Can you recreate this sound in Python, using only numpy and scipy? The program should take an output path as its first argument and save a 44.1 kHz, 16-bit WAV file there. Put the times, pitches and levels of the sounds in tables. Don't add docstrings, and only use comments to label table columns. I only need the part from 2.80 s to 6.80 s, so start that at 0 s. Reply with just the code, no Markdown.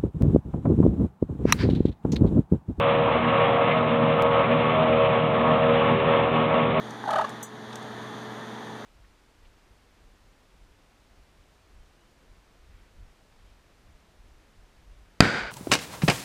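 import sys
import numpy as np
from scipy import signal
from scipy.fft import rfft, irfft, next_fast_len
from scipy.io import wavfile
from scipy.ndimage import uniform_filter1d, map_coordinates

SR = 44100
rng = np.random.default_rng(int(sys.argv[2]) if len(sys.argv) > 2 else 0)


def digitize_waveform(pressure):
    field = np.atleast_2d(pressure).T
    bounded = np.clip(field, -1, 1)
    quanta = np.round(bounded * 32767).astype(np.int16)
    wavfile.write(sys.argv[1], SR, quanta)


N = 176400

# time_s, level_db
MID_RIDE = [(0.0, -23.5), (0.2, -27.0), (0.36, -23), (0.4, -28.5), (0.6, -23.0), (0.76, -25), (0.88, -23),
            (1.04, -27.5), (1.28, -26.0), (1.32, -28), (1.56, -23), (1.68, -26.0), (2.2, -26.5),
            (2.36, -24.0), (2.48, -28.5), (2.68, -24.5), (2.8, -27.5), (3.04, -24.5), (3.24, -28.0),
            (3.32, -23.5), (3.52, -29.5), (3.6, -23), (3.68, -32), (3.72, -25.0), (3.92, -28), (4.0, -26)]
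# time_s, level_db
TREBLE_RIDE = [(0.0, -31), (0.4, -33), (0.64, -31), (0.8, -33.5), (0.92, -29.5), (1.0, -33.5), (1.28, -34),
               (1.36, -33.5), (1.6, -31.5), (2.08, -33.0), (2.4, -32.0), (2.44, -35), (2.68, -32.5),
               (2.84, -34.5), (3.0, -30.5), (3.24, -34.0), (3.32, -30.0), (3.52, -34.5), (3.56, -32.5),
               (3.64, -35.0), (3.76, -33.5), (4.0, -34.5)]


def amp(db):
    return 10 ** (np.asarray(db) / 20)


def unit(x):
    return x / np.sqrt(np.mean(x ** 2) + 1e-20)


def curve(rows):
    return np.interp(np.arange(N) / SR, *np.transpose(rows))


def wobble(rate):
    return map_coordinates(rng.standard_normal(1024), [np.arange(N) * rate / SR + 2], mode="wrap")


def filtered(x, response):
    size = next_fast_len(N + SR // 2)
    return irfft(rfft(x, size) * response(np.fft.rfftfreq(size, 1 / SR)), size)[:N]


def noise(colour, patchy_db):
    spectra = signal.stft(rng.standard_normal(N), nperseg=1024)[2]
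    patches = uniform_filter1d(uniform_filter1d(rng.standard_normal(spectra.shape), 8, 0), 7, 1)
    mottled = signal.istft(spectra * amp(patchy_db * unit(patches)), nperseg=1024)[1][:N]
    hz, db = np.transpose(colour)
    return unit(filtered(mottled, lambda f: amp(np.interp(np.log(f + 1), np.log(hz), db))))


def tone(turns, fade_db, fade_rate, rough):
    flutter = rough * (wobble(28.036) + 1j * wobble(28))
    fade = amp(fade_db * wobble(fade_rate))
    return unit(fade * np.real((1 + flutter) * np.exp(2j * np.pi * turns)))


def stack(turns, harmonics, fade_db, fade_rate, rough):
    return sum(amp(db) * tone(k * turns + rng.random(), fade_db, fade_rate, rough)
               for k, db in harmonics)


def tractor_and_running_gear(firing_hz=116.56):
    # harmonic, level_db
    exhaust_tones = [(1, -37), (2, -43.5)]
    # pitch_hz, level_db
    hum_tones = [(75.6, -46.5), (139, -45), (151, -40), (278, -46), (538, -45), (739, -42)]
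    # frequency_hz, gain_db
    rumble_eq = [(20, -30), (40, -23.5), (58, -19.5), (75, -10), (100, -6.5), (140, 0), (190, 1.5),
                 (250, -1.5), (310, -3.5), (400, -10.5), (600, -32.5), (1200, -73.5)]
    t = np.arange(N) / SR
    firings = np.cumsum(firing_hz * (1 + .002 * wobble(2.7))) / SR
    exhaust = stack(firings, exhaust_tones, fade_db=0.95, fade_rate=5, rough=0.07)
    hums = sum(amp(db) * tone(hz * t, fade_db=3.0, fade_rate=5.2, rough=0.2) for hz, db in hum_tones)
    rumble = amp(-32) * noise(rumble_eq, patchy_db=1.46)
    return exhaust + hums + rumble


def chopper(turns):
    # frequency_hz, gain_db
    churn_eq = [(200, -47), (400, -9), (500, -1.5), (620, 2), (760, -2.5), (950, -2.5), (1120, -2),
                (1300, -1), (1480, -16), (2000, -27), (4000, -59)]
    churn_beats = [(1, .12), (2, 0.15), (3, .05), (4, .08)]
    # frequency_hz, gain_db
    rush_eq = [(500, -28), (1300, -9), (1750, 1.5), (2000, -2), (2200, 0.5), (2800, -0.5), (3100, -3.5),
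               (3450, -5), (3750, -12), (4050, -21), (4350, -35)]
    throb = 1 + sum(depth * np.cos(2 * np.pi * k * turns) for k, depth in churn_beats)
    churn = unit(throb * noise(churn_eq, patchy_db=1.17) * amp(0.53 * wobble(35)))
    pulsing = 1 + .08 * np.cos(2 * np.pi * turns)
    rush = unit(pulsing * noise(rush_eq, patchy_db=1.0) * amp(0.98 * wobble(60)))
    return amp(curve(MID_RIDE) - 1.66) * churn + amp(curve(TREBLE_RIDE)) * rush


def drone_and_moan(turns):
    # harmonic, level_db
    drone_tones = [(2, -7), (3, -4.5), (4, -17.5)]
    # time_s, level_db
    drone_ride = [(0.0, -38.5), (0.28, -36), (0.48, -24), (0.6, -36), (0.92, -36.5), (1.0, -26),
                  (1.36, -26.5), (1.44, -34.5), (1.64, -36), (1.72, -22.5), (1.84, -29.5), (2.0, -22),
                  (2.36, -36.5), (2.44, -23.5), (2.56, -31.5), (2.64, -25.5), (2.72, -28), (3.12, -25.5),
                  (3.48, -33.5), (3.56, -21.5), (3.68, -30.5), (4.0, -24)]
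    # time_s, level_db
    moan_ride = [(0, -47.5), (.8, -42), (1.3, -43), (2.0, -39), (2.5, -38.5), (3.0, -37), (3.25, -32),
                 (3.55, -35.5), (4, -33)]
    drone = amp(curve(drone_ride)) * stack(turns, drone_tones, fade_db=1.0, fade_rate=7, rough=0.21)
    moan = amp(curve(moan_ride)) * tone(5 * turns, fade_db=2.0, fade_rate=8.9, rough=0.4)
    return drone + moan


def upper_tones_and_buzz(turns, swell_s=0.087):
    # harmonic, level_db
    upper_tones = [(9, -13), (10, -15.5), (11, -13.5), (12, -12.5), (13, -13.5), (14, -7), (15, -15.5),
                   (16, -14.5), (17, -17.5), (18, -23), (19, -25), (20, -25.5)]
    # harmonic, level_db
    buzz_tones = [(26, -20), (27, -16.5), (28, -21.5), (29, -22), (30, -25)]
    # peak_s, boost_db
    buzz_swells = [(.36, 8), (.91, 10), (1.9, 7)]
    t = np.arange(N) / SR
    upper = stack(turns, upper_tones, fade_db=2.0, fade_rate=8, rough=0.2)
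    buzz = stack(turns, buzz_tones, fade_db=2, fade_rate=5, rough=.45)
    swell_db = sum(db * np.exp(-((t - peak_s) / swell_s) ** 2) for peak_s, db in buzz_swells)
    return amp(curve(MID_RIDE)) * upper + amp(curve(TREBLE_RIDE) + swell_db) * buzz


def roar_and_howl(turns):
    # harmonic, level_db, swell_scale
    roar_tones = [(6, -3, 0.75), (7, -3.5, 1.35)]
    # time_s, level_db
    roar_ride = [(0.0, -23.5), (0.36, -25.0), (0.4, -37), (0.52, -22), (0.64, -22.5), (0.88, -25),
                 (0.96, -30), (1.2, -25.5), (1.6, -22.5), (1.68, -28.5), (1.72, -23.0), (1.84, -25.5),
                 (2.0, -37), (2.12, -23), (2.24, -21), (2.48, -28.0), (2.8, -25.5), (2.92, -21.0),
                 (3.08, -26.5), (3.2, -26.5), (3.32, -22), (3.44, -24.5), (3.52, -33), (3.64, -25.5),
                 (3.88, -27), (4.0, -37)]
    # time_s, level_db
    howl_ride = [(0.0, -41), (0.12, -32.5), (0.52, -30.5), (0.8, -39.5), (0.96, -28), (1.48, -30.5),
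                 (1.64, -39), (1.72, -28.5), (1.88, -39.5), (1.96, -24), (2.44, -33.5), (2.84, -24.5),
                 (2.96, -42.5), (3.32, -34.5), (3.52, -38.5), (3.76, -27), (3.84, -40), (4.0, -27)]

    def staggered(k):
        return k * turns + .22 * k ** 2

    ride_db = curve(roar_ride)
    swell_db = ride_db - ride_db.mean()
    roar = 0
    for k, db, swell_scale in roar_tones:
        gain = amp(ride_db.mean() + db + swell_scale * swell_db)
        roar += gain * tone(staggered(k), fade_db=0.95, fade_rate=6, rough=0.087)
    howl = amp(curve(howl_ride) + 0.5) * tone(staggered(8), fade_db=1.5, fade_rate=10, rough=0.26)
    return roar + howl


def scene():
    # time_s, pulse_hz
    pulse_rate = [(0.0, 79.7), (0.25, 78.77), (0.35, 79.74), (0.47, 78.78), (0.65, 79.25), (0.95, 78.84),
                  (1.1, 78.73), (1.4, 78.9), (1.55, 79), (1.77, 80.01), (2.0, 78.99), (2.35, 79),
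                  (2.47, 78.84), (2.75, 78.83), (2.87, 79.2), (3.0, 78.92), (3.12, 79.24), (3.38, 79.08),
                  (3.5, 79.05), (3.75, 79.15), (4.0, 79.09)]
    turns = np.cumsum(curve(pulse_rate) * (1 + .0015 * wobble(18))) / SR
    air_flutter = amp(0.54 * wobble(22.08))
    tones = drone_and_moan(turns) + upper_tones_and_buzz(turns) + roar_and_howl(turns)
    harvester = air_flutter * (tones + chopper(turns))
    return (harvester + tractor_and_running_gear())[None]


def record(dry, band_hz=4400, top_hz=16000):
    tick_s, decay_s = 1.4233, .0002
    since = np.arange(N) / SR - tick_s
    tick = amp(-17) * (since >= 0) * np.exp(-np.abs(since) / decay_s)
    dull = filtered(dry[0], lambda hz: 1 / np.sqrt(1 + (hz / band_hz) ** 120))
    return filtered(dull + tick, lambda hz: hz < top_hz)[None]


dry = scene()
out = record(dry)
digitize_waveform(out)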